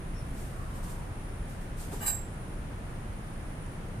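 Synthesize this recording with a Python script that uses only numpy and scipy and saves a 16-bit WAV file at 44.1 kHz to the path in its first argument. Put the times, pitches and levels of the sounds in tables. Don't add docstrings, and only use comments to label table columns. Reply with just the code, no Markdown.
import sys
import numpy as np
from scipy import signal
from scipy.fft import rfft, irfft, next_fast_len
from scipy.io import wavfile
from scipy.ndimage import map_coordinates

SR = 44100
rng = np.random.default_rng(int(sys.argv[2]) if len(sys.argv) > 2 else 0)


def wav_record(signal):
    frames = np.transpose(np.atleast_2d(signal))
    bounded = np.clip(frames, -1, 1)
    quanta = np.round(bounded * 32767).astype(np.int16)
    wavfile.write(sys.argv[1], SR, quanta)


N = 176400
T = np.arange(N) / SR

# f/Hz, relative spectral level/dB
ROOM_SPECTRUM = [(12, -33.5), (20, -3), (36, -3), (62, -12), (105, -8), (160, -10), (220, -16),
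                 (400, -22.5), (700, -25), (1700, -30.5), (3000, -39.5), (4500, -46.5), (8500, -48),
                 (10700, -52), (11600, -53.5), (15400, -57.5)]
RUSTLE_SPECTRUM = [(500, -6), (2500, -6), (4500, -5.5), (6500, -4), (8500, 1), (10000, -1.5), (12000, -3.5),
                   (15000, -12)]
SCRAPE_SPECTRUM = [(300, -37), (2500, -18), (4000, -9), (6000, -10), (8300, 0), (10000, -5), (12200, 3),
                   (14300, -8), (15300, -3)]
# f/Hz, correlation
FAR_COHERENCE = [(30, 0.95), (125, .96), (250, 0.89), (500, 0.58), (1000, -0.052), (2000, 0.0023),
                 (8000, -0.025)]
NEAR_COHERENCE = [(300, 1), (1000, 0.14), (4000, 0.099), (12000, 0.19)]
# f/Hz, initial level/dB
HUM_TONES = [(29, -43), (57.5, -46.5), (91, -49.5)]
# onset t/s, attack/s, hold/s, t60/s, level/dB
RUSTLE_BURSTS = [(.1, .2, .65, 1.2, -63.5), (.335, .05, 0.04, 0.45, -56.5), (0.733, .025, 0.013, 0.23, -58),
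                 (0.822, 0.02, 0.012, 0.28, -53.5), (0.879, 0.021, .02, 0.28, -56),
                 (1.462, .035, .035, .3, -57.5), (1.595, .02, .01, .3, -59.5),
                 (1.762, 0.041, 0.023, 0.56, -48), (1.907, 0.025, .02, 0.75, -50.5)]
# f/Hz, width/Hz, relative level/dB
TINK_RESONANCE = [(5450, 330, 0)]
HANDLE_RESONANCES = [(393, 130, 1.5), (830, 350, -5), (1500, 640, -18)]
BOARD_RESONANCES = [(800, 260, 0), (1206, 200, -5), (1562, 91, 0.5), (1818, 310, -4.5), (2344, 110, -2),
                    (2900, 230, -8)]
# t/s, relative level/dB
DRAG_FORCE = [(1.99, -40.5), (2.011, -9), (2.026, -4), (2.05, -5), (2.067, 2), (2.083, 1.5), (2.097, -8.5),
              (2.122, -20), (2.17, -21), (2.25, -70)]
# f/Hz, relative level/dB, t60/s, left minus right/dB
BLADE_MODES = [(2617, -26, .3, 6), (2904, -26, .22, -9), (3803, -23, .2, -2), (3956, -23, .2, 6),
               (4104, -20, .2, -5), (4827, -21, .19, 11), (4984, -24, .2, 4), (5325, -28, .2, -9),
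               (5824, -28, .2, 5), (6235, -27, .45, -6), (6932, -23, .16, -1), (7449, 0, .26, -12),
               (7745, -12, .27, 3), (7830, -3, .33, -2), (7971, -17, .28, -10), (8093, -15, .24, -9),
               (8388, -14, .24, 3), (8525, -9, .21, -9), (8673, -18, .2, -3), (9039, -22, .18, -5),
               (9411, -19, .16, 4), (9594, -17, .16, 0), (9747, -21, .16, 3), (10328, -8, .14, 7),
               (10749, -20, .18, -2), (11054, -15, .2, 0), (11571, -17, .2, 1), (11701, -20, .2, 2),
               (11990, -10, .18, 3), (12070, -13, .18, 2), (12427, -13, .21, 7), (12968, -16, .22, -2),
               (13316, -23, .22, 8), (13790, -18, .2, -7), (14790, -27, .18, 2), (15164, -20, .22, 1),
               (15370, -23, .2, 0)]
# f/Hz, t60/s
KITCHEN_T60 = [(200, 0.31), (2000, 0.27), (8000, 0.35), (15000, 0.26)]

DRAG_START = int(DRAG_FORCE[0][0] * SR)
RINGING = slice(DRAG_START, DRAG_START + int(.6 * SR))


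def amp(db):
    return 10 ** (np.asarray(db) / 20)


def unit(x):
    return x / np.sqrt(np.mean(x ** 2) + 1e-20)


def along(points, hz):
    f, v = np.transpose(points)
    return np.interp(np.log(hz + 1), np.log(f + 1), v)


def wobble(rate, t=T):
    return map_coordinates(rng.standard_normal(int(N * rate / SR) + 4), [t * rate])


def filtered(x, response):
    m = next_fast_len(N + SR // 2)
    return irfft(rfft(x, m) * response(np.fft.rfftfreq(m, 1 / SR)), m)[..., :N]


def colour(points):
    return lambda hz: amp(along(points, hz))


def resonances(peaks):
    return lambda f: sum((-1) ** k * amp(db) * (1j * f * width / (hz * hz - f * f + 1j * f * width)) ** 2
                         for k, (hz, width, db) in enumerate(peaks))


def noise(response, coherence):
    def mid_side(hz):
        angle = np.arccos(np.clip(along(coherence, hz), -1, 1)) / 2
        return response(hz) * np.array([np.cos(angle), np.sin(angle)])
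    mid, side = filtered(rng.standard_normal((2, N)), mid_side)
    return unit(np.array([mid + side, mid - side]))


def gliding_band(hz, width_hz):
    baseband = noise(lambda f: np.exp(-(f / width_hz) ** 2), FAR_COHERENCE[-1:])
    carrier = np.exp(2j * np.pi * np.cumsum(hz - width_hz / 2) / SR)
    return unit(np.real(signal.hilbert(baseband) * carrier))


def envelope(start, attack, hold, t60, db):
    fall = np.maximum(T - start - attack - hold, 0) / t60
    return np.clip((T - start) / attack, 0, 1) * amp(db) * np.exp(-np.log(1000) * fall)


def room_hum(fade_db_per_s=1.3):
    tones = sum(amp(db + 1.7 * wobble(4)) * np.sqrt(2) * np.sin(2 * np.pi * hz * T + .86 * wobble(5))
                for hz, db in HUM_TONES)
    rumble = amp(-38.5) * noise(colour(ROOM_SPECTRUM), FAR_COHERENCE)
    return rumble + amp(-fade_db_per_s * T) * tones


def whine(period_s=1.14, restart_s=.39, fade_s=.08, low_hz=9400, high_hz=9940):
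    cycle = (T - restart_s) / period_s % 1
    band = gliding_band(low_hz + (high_hz - low_hz) * cycle, width_hz=540)
    level_db = -61.5 + 12 * np.minimum(cycle - .7, 0)
    fade = np.sqrt(np.clip((1 - cycle) * period_s / fade_s, 0, 1))
    hiss = amp(-64) * noise(resonances([(9490, 1560, 0)]), FAR_COHERENCE)
    return fade * amp(level_db) * band + hiss


def rustles():
    bursts = sum(envelope(*row) for row in RUSTLE_BURSTS)
    return bursts * unit(amp(.96 * wobble(300)) * noise(colour(RUSTLE_SPECTRUM), NEAR_COHERENCE))


def tink():
    ring = noise(resonances(TINK_RESONANCE), FAR_COHERENCE)
    return envelope(start=.12, attack=.07, hold=.005, t60=.25, db=-59.5) * ring


def whir(start_s=.5, start_hz=1304, sag_per_s=.49):
    band = gliding_band(start_hz * np.exp(-sag_per_s * (T - start_s)), width_hz=340)
    return envelope(start_s, attack=.05, hold=.43, t60=1.6, db=-54.5) * band


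def handle_bump():
    thud = noise(resonances(HANDLE_RESONANCES), NEAR_COHERENCE)
    return envelope(start=1.911, attack=.012, hold=.015, t60=.14, db=-41) * thud


def drag_force():
    times, db = np.transpose(DRAG_FORCE)
    return amp(np.interp(T, times, db)) * (T > times[0]) * (T < times[-1])


def scrape(force):
    grit = unit(amp(2.5 * wobble(700)) * noise(colour(SCRAPE_SPECTRUM), NEAR_COHERENCE))
    wood = unit(amp(2.1 * wobble(150)) * noise(resonances(BOARD_RESONANCES), NEAR_COHERENCE))
    slide = envelope(start=2, attack=.0234, hold=.06, t60=.31, db=-40)
    return amp(-39) * force * grit + slide * wood


def stored_amplitude(drive, t60):
    retained = np.exp(-2 * np.log(1000) / (t60 * SR))
    swell = np.sqrt(signal.lfilter([1], [1, -retained], drive ** 2))
    return swell / swell.max()


def blade_chatter(force, width_hz=85, contrast=.72):
    rub = force[RINGING]
    f = np.fft.rfftfreq(len(rub), 1 / SR)
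    sides = []
    for sign in (1, -1):
        peaks = [(hz, width_hz, contrast * (db + sign * pan_db / 2)) for hz, db, _, pan_db in BLADE_MODES]
        sides.append(resonances(peaks)(f))
    bands = irfft(rfft(rng.standard_normal((2, len(rub)))) * np.array(sides), len(rub))
    out = np.zeros((2, N))
    out[:, RINGING] = amp(-34.5) * stored_amplitude(rub, t60=.2) * unit(bands)
    return out


def blade_ring(force, free_s=2.058, release_s=.0047, held_db=-17, beat_hz=26):
    t, rub = T[RINGING], force[RINGING]
    free = (1 + np.tanh((t - free_s) / release_s)) / 2
    drive = rub * amp(held_db * (1 - free))
    out = np.zeros((2, N))
    for hz, db, t60, pan_db in BLADE_MODES:
        swell = stored_amplitude(drive, t60)
        scatter = .035 * np.cumsum(rub * rng.standard_normal(len(t)))
        phase = 2 * np.pi * hz * t + scatter
        twin = phase + 2 * np.pi * (beat_hz * rng.uniform(.5, 2) * t + rng.random())
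        for side, sign in enumerate((1, -1)):
            gain = amp(-31 + db + sign * pan_db / 2 + 2.5 * wobble(45, t))
            pair = np.sin(phase + rng.normal(0, .57)) + .45 * np.sin(twin)
            out[side, RINGING] += gain * swell * pair
    return out


def kitchen_reverb(x):
    hz, t, spectra = signal.stft(rng.standard_normal((2, SR // 2)), SR, nperseg=256)
    decay = np.exp(-np.log(1000) * t / along(KITCHEN_T60, hz)[:, None])
    tail = signal.istft(spectra * decay, SR, nperseg=256)[1]
    return signal.fftconvolve(x, tail / np.linalg.norm(tail[0]), axes=1)[:, :N]


def scene():
    force = drag_force()
    cleaver = blade_ring(force) + blade_chatter(force) + scrape(force) + handle_bump()
    reverberation = amp(-13) * kitchen_reverb(cleaver)
    return cleaver + reverberation + rustles() + tink() + room_hum() + whine() + whir()


def record(dry):
    return filtered(dry, lambda hz: hz < 15500)


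dry = scene()
out = record(dry)
wav_record(out)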